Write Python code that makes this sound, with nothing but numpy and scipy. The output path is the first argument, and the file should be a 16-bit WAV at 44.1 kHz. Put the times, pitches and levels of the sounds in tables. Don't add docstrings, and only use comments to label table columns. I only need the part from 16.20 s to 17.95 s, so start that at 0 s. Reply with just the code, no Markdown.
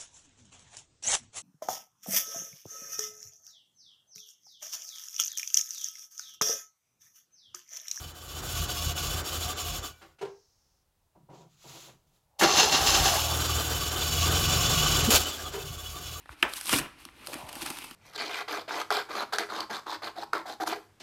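import sys
import numpy as np
from scipy import signal
from scipy.fft import rfft, irfft
from scipy.io import wavfile

SR = 44100
rng = np.random.default_rng(int(sys.argv[2]) if len(sys.argv) > 2 else 0)


def pcm_store(signal):
    levels = np.round(np.clip(np.atleast_2d(signal), -1, 1) * 32767)
    wavfile.write(sys.argv[1], SR, levels.astype(np.int16).T)


N = 77175
TOP_HZ = 16300


def undb(db):
    return 10 ** (np.asarray(db) / 20)


def unit(x):
    return x / np.sqrt(np.mean(x ** 2) + 1e-18)


def since(start):
    return np.maximum(np.arange(N) / SR - start, 0)


def ring(start, t60):
    age = since(start)
    return (age > 0) * np.exp(-np.log(1000) * age / t60)


def bell(centre, width):
    t = np.arange(N) / SR
    return np.exp(-.5 * ((t - centre) / width) ** 2)


def resonate(x, hz, width_hz):
    turn = np.exp(2j * np.pi * np.cumsum(hz) / SR)
    pole = np.exp(-np.pi * width_hz / SR)
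    smoothed = signal.lfilter([1], np.poly([pole, pole]), x / turn)
    return unit((smoothed * turn).real)


def curve(rows, axis=1):
    rows, t = np.array(rows), np.arange(N) / SR
    return undb(np.interp(t, rows[:, 0], rows[:, axis])) * (t >= rows[0, 0])


def colour(x, points):
    size = 8192
    hz, db = np.array(points).T
    bins_hz = np.arange(size // 2 + 1) * SR / size
    log_gain = np.log(undb(np.interp(np.log(bins_hz + 1), np.log(hz), db)))
    cepstrum = irfft(log_gain)
    cepstrum[1:size // 2] *= 2
    cepstrum[size // 2 + 1:] = 0
    response = irfft(np.exp(rfft(cepstrum)))
    return signal.fftconvolve(x, response / np.linalg.norm(response))[:N]


def noise(points):
    return colour(rng.standard_normal(N), points)


def crackle(per_s, spread_db, hiss):
    size = undb(spread_db * np.minimum(rng.exponential(size=N), 4))
    happens = rng.random(N) < per_s / SR
    clicks = unit(happens * size * rng.choice([-1, 1], N))
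    return unit(clicks + hiss * rng.standard_normal(N))


FACET_LOW_HZ, FACET_CYCLES = 567, 2.6
FACETS_PER_S, FACET_SHARE = 7000, 0.79


def facets(per_s, spread_db, hiss):
    out, age = np.zeros(2 * N), np.arange(SR // 100) / SR
    for when, pitch, size, turn in rng.random((int(FACETS_PER_S * N / SR), 4)):
        hz = FACET_LOW_HZ + (TOP_HZ - FACET_LOW_HZ) * pitch
        gain = np.sqrt(hz) * undb(-spread_db * np.log(max(size, np.exp(-2))))
        decay = np.exp(-age * hz / FACET_CYCLES)
        start = int(when * N)
        out[start:start + len(age)] += gain * decay * np.sin(2 * np.pi * (hz * age + turn))
    return unit(FACET_SHARE * unit(out[:N]) + crackle(per_s, spread_db, hiss) / 2)


def struck(start, modes):
    out = np.zeros(N)
    for k, (hz, db, t60) in enumerate(modes):
        out += undb(db) * ring(start, t60) * np.sin(2 * np.pi * hz * since(start)) * (-1) ** k
    return out


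# (frequency [Hz], relative level [dB])
FLOOR_COLOUR = [(20, -14), (50, 4.5), (300, -13), (550, -23), (2600, -11.5), (16000, -52)]
FLOOR_DB = -63.5


def room_floor():
    return undb(FLOOR_DB) * noise(FLOOR_COLOUR)


# (frequency [Hz], relative level [dB])
ROOM_COLOUR = [(90, -6.5), (270, -2.5), (1300, 2.5), (2400, -2), (16000, -14.5)]
ROOM_T60_S, ROOM_DELAY_S = 0.43, 0.0027


def room(x):
    tail = noise(ROOM_COLOUR) * ring(ROOM_DELAY_S, ROOM_T60_S)
    return signal.fftconvolve(x, tail / np.linalg.norm(tail))[:N] / 2


# (frequency [Hz], relative level [dB])
RIP_BASS = [(25, -15), (150, -7.5), (215, -2.5), (290, 0.5), (450, -7), (2000, -36.5)]
GRIP_S, GRIP_WIDTH_S, GRIP_DB = 1.14, 0.17, -60


def grip():
    return undb(GRIP_DB) * bell(GRIP_S, GRIP_WIDTH_S) * noise(RIP_BASS)


# (time [s], level [dB], resonance [Hz])
DRAG = [(1.083, -45, 576), (1.135, -49.5, 640), (1.205, -46, 855), (1.29, -52, 770), (1.48, -49, 860),
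        (1.75, -84, 850)]
# (time [s], drive level [dB])
SLIPS = [(1.0848, -35.5), (1.1196, -35.5)]
DRAG_PER_S, DRAG_SPREAD_DB, DRAG_WIDTH_HZ = 420, 1.5, 470
SLIP_T60_S = 0.026


def drag():
    rows = np.array(DRAG)
    hz = np.interp(np.arange(N) / SR, rows[:, 0], rows[:, 2])
    friction = crackle(DRAG_PER_S, DRAG_SPREAD_DB, hiss=0.33)
    rasp = curve(DRAG) * resonate(friction, hz, DRAG_WIDTH_HZ)
    slips = sum(undb(db) * (ring(s, SLIP_T60_S) - ring(s, SLIP_T60_S / 10)) for s, db in SLIPS)
    return rasp + slips * resonate(rng.standard_normal(N), hz, DRAG_WIDTH_HZ)


# (time [s], peak level [dB], start pitch [Hz], end pitch [Hz], fade [s])
FLEXES = [(0.099, -44, 137, 48.6, 0.0095), (.231, -47, 202, 44, 0.011), (0.534, -32.5, 356, 49.6, 0.0075),
          (0.609, -37, 184, 133, 0.0058), (1.231, -43.5, 312, 69, 0.0077)]


def flexes():
    out = np.zeros(N)
    for s, db, start_hz, end_hz, fade in FLEXES:
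        age = since(s)
        hz = end_hz + (start_hz - end_hz) * np.exp(-age / fade)
        swell = age / fade * np.exp(1 - age / fade)
        out += undb(db) * swell * np.sin(2 * np.pi * np.cumsum(hz * (age > 0)) / SR)
    return out


# (frequency [Hz], relative level [dB], t60 [s])
CARD_MODES = [(214, 3.5, 0.017), (264.6, -1, 0.068), (334, -5, 0.063)]
# (time [s], drive level [dB])
KNOCKS = [(0.857, -43), (1.153, -34), (1.362, -38), (1.427, -36), (1.504, -33), (1.71, -40.5)]


def knocks():
    return sum(undb(db) * (1 - np.exp(-since(s) / 0.001)) * struck(s, CARD_MODES) for s, db in KNOCKS)


CARD_RING_DB = -24.5


def on_card(x):
    response = struck(0, CARD_MODES)
    stirred = signal.fftconvolve(x, response / np.linalg.norm(response))[:N]
    return x + undb(CARD_RING_DB) * stirred


# (time [s], level [dB], treble relative to it [dB])
CREASES = [(0.0581, -41.5, -19), (0.0923, -36, -27), (.336, -33.5, 7), (0.4115, -33.5, 4), (.4572, -39, 9),
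           (0.494, -23, 1.5), (0.529, -21.5, 4.5), (0.535, -15.5, -12), (0.5438, -28, -8), (0.5604, -33, 8),
           (0.588, -36, -24), (0.6151, -30, -28), (0.659, -29.5, -30), (.852, -40.5, 5),
           (0.888, -38.5, -31), (1.064, -47.5, 8), (1.0712, -37, 9.5), (1.1412, -30, 1.5), (1.3283, -41, 7),
           (1.354, -36.5, 4), (1.4591, -36.5, -8), (1.5023, -32.5, 5.5), (1.7108, -36.5, -2.5)]
# (frequency [Hz], relative level [dB per Hz])
CREASE_BODY = [(150, -16), (550, -3.5), (1300, 5), (3400, -5), (16000, -61)]
# (frequency [Hz], relative level [dB])
TREBLE = [(1500, -25.5), (3000, 4), (4200, 2), (7300, -4), (8700, 0.5), (11600, -1.5), (13500, -6),
          (16000, -20.5)]
CREASE_T60_S = 0.013


def creases():
    body_level, treble_level = np.zeros(N), np.zeros(N)
    for s, db, treble_db in CREASES:
        burst = undb(db) * ring(s, CREASE_T60_S)
        body_level += burst
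        treble_level += burst * undb(treble_db)
    body = colour(body_level * rng.standard_normal(N), CREASE_BODY)
    treble = colour(treble_level * rng.standard_normal(N), TREBLE)
    return body + treble


# (time [s], treble level [dB], middle level [dB])
SLIDE = [(0, -68, -59.5), (.06, -75.5, -74.5), (.124, -57, -50), (.16, -72, -65), (.205, -58, -55),
         (.3, -75, -71), (.76, -76, -65), (.802, -56.5, -54), (.93, -70.5, -65), (1.04, -59, -51),
         (1.09, -49, -54.5), (1.17, -51, -48), (1.255, -58, -54.5), (1.385, -48.5, -49), (1.49, -45.5, -45),
         (1.55, -48.5, -49.5), (1.66, -51.5, -49), (1.75, -58, -57)]
# (centre time [s], standard deviation [s], level [dB], relative treble [dB])
CRINKLES = [(1.134, 0.0045, -38.5, -4), (1.155, 0.0035, -40.5, -19), (1.2925, 0.0034, -40.5, -2.5),
            (1.3612, 0.0012, -42.5, -3), (1.423, 0.0085, -38.5, 1), (1.463, 0.0018, -32.5, 0.5),
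            (1.475, 0.0074, -37.5, -5), (1.506, 0.003, -40.5, -2), (1.572, 0.0033, -40.5, -5),
            (1.5874, 0.0018, -36.5, -4), (1.623, 0.0035, -43, -6), (1.644, 0.0029, -39.5, -2.5)]
# (frequency [Hz], relative level [dB])
FOIL_MIDDLE = [(100, -11.5), (270, 4), (400, 1), (560, -11), (860, -2), (1850, -4.5), (2400, -1),
               (3000, -2.5), (4000, -8), (12000, -69)]
FOIL_PER_S, FOIL_SPREAD_DB, FOIL_HISS = 900, 2, 0.62
TAUT_S, TAUT_SPAN_S, TAUT_DB, TAUT_HZ, TAUT_WIDTH_HZ = 1.63, 0.028, -50.5, 2280, 960


def foil():
    treble, middle = curve(SLIDE, axis=1), curve(SLIDE, axis=2)
    for s, width, db, treble_db in CRINKLES:
        burst = undb(db) * bell(s, width)
        treble = np.hypot(treble, undb(treble_db) * burst)
        middle = np.hypot(middle, burst)
    folds = facets(FOIL_PER_S, FOIL_SPREAD_DB, FOIL_HISS)
    taut_ring = resonate(folds, np.full(N, TAUT_HZ), TAUT_WIDTH_HZ)
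    taut = undb(TAUT_DB) * bell(TAUT_S, TAUT_SPAN_S) * taut_ring
    return colour(folds * treble, TREBLE) + colour(folds * middle, FOIL_MIDDLE) + taut


# (time [s], treble level [dB], middle level [dB], bass level [dB])
RIP = [(.28, -51.5, -72, -63), (.35, -47, -50, -65), (.369, -36.5, -42, -55.5), (.395, -45.5, -50, -72),
       (.452, -44.5, -50, -61.5), (.472, -36, -39.5, -52.5), (.517, -31, -31.5, -46.5),
       (.535, -26.5, -24, -28), (.572, -30, -35.5, -37), (.587, -27.5, -28, -41.5), (.605, -43.5, -44, -41),
       (.655, -56.5, -44.5, -44.5), (.715, -85, -90, -81)]
# (frequency [Hz], relative level [dB])
RIP_MIDDLE = [(250, -33), (1060, 2), (1900, -0.5), (2750, 6), (3500, -3.5), (12000, -54.5)]
RIP_PER_S, RIP_SPREAD_DB, RIP_HISS = 1500, 3, 0.3
CATCHES_PER_S, CATCH_DB = 260, 1.1


def rip():
    catch_count = np.cumsum(rng.random(N) < CATCHES_PER_S / SR)
    catch = rng.uniform(-0.92, 1, N)[catch_count]
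    fibres = unit(facets(RIP_PER_S, RIP_SPREAD_DB, RIP_HISS) * undb(CATCH_DB * unit(catch)))
    treble = curve(RIP, axis=1) * colour(fibres, TREBLE)
    middle = curve(RIP, axis=2) * colour(fibres, RIP_MIDDLE)
    boom = curve(RIP, axis=3) * noise(RIP_BASS)
    return treble + middle + boom


# (frequency [Hz], relative level [dB], t60 [s])
PACK_MODES = [(247, -7, 0.036), (366, -2.5, 0.038), (890, -2.5, 0.022), (1288, 7.5, 0.023),
              (1540, -2, 0.032), (1717, 7.5, 0.026), (2560, -3, 0.011), (3185, 5, 0.02), (5260, 4, 0.0088)]
SNAP_S, SNAP_DB = .2274, -5.5
CRACK_LEAD_S, CRACK_DB, CRACK_T60_S = 0.0019, -27.5, 0.036
BEND_TOP_HZ, BEND_FALL_S, BEND_RISE_S, BEND_FADE_S = 3265, 0.00443, 0.00034, 0.0014
SNAP_RING_DB, SNAP_RING_RISE_S = -16.5, 0.003


def snap():
    age = since(SNAP_S)
    phase = 2 * np.pi * BEND_TOP_HZ * BEND_FALL_S * np.log1p(age / BEND_FALL_S)
    swell = (1 - np.exp(-(age / BEND_RISE_S) ** 2)) * np.exp(-age / BEND_FADE_S)
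    bend = undb(SNAP_DB) * swell / swell.max() * np.sin(phase)
    onset = 1 - np.exp(-age / SNAP_RING_RISE_S)
    body = undb(SNAP_RING_DB) * onset * struck(SNAP_S, PACK_MODES)
    crack = undb(CRACK_DB) * ring(SNAP_S - CRACK_LEAD_S, CRACK_T60_S) * noise(TREBLE)
    return bend + body + crack


# (frequency [Hz], relative level [dB per Hz])
SNAP_TAIL = [(60, -28), (300, -3.5), (650, 1), (1300, -1), (2400, -2), (4300, -19), (16000, -36)]
SNAP_TAIL_DB, SNAP_TAIL_T60_S = -27.5, 0.27


def snap_tail():
    decay = ring(SNAP_S + ROOM_DELAY_S, SNAP_TAIL_T60_S)
    return undb(SNAP_TAIL_DB) * decay * noise(SNAP_TAIL)


SNAP_SEND_DB, PACK_SEND_DB = -14.5, -10.5


def scene():
    seal = snap()
    card = drag() + grip() + flexes() + knocks()
    pack = on_card(creases() + rip() + foil()) + card
    echo = room(undb(SNAP_SEND_DB) * seal + undb(PACK_SEND_DB) * pack)
    return (seal + pack + echo + snap_tail() + room_floor())[None]


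def record(dry):
    low_pass = signal.ellip(8, .2, 70, TOP_HZ, fs=SR, output="sos")
    return signal.sosfilt(low_pass, dry)


dry = scene()
out = record(dry)
pcm_store(out)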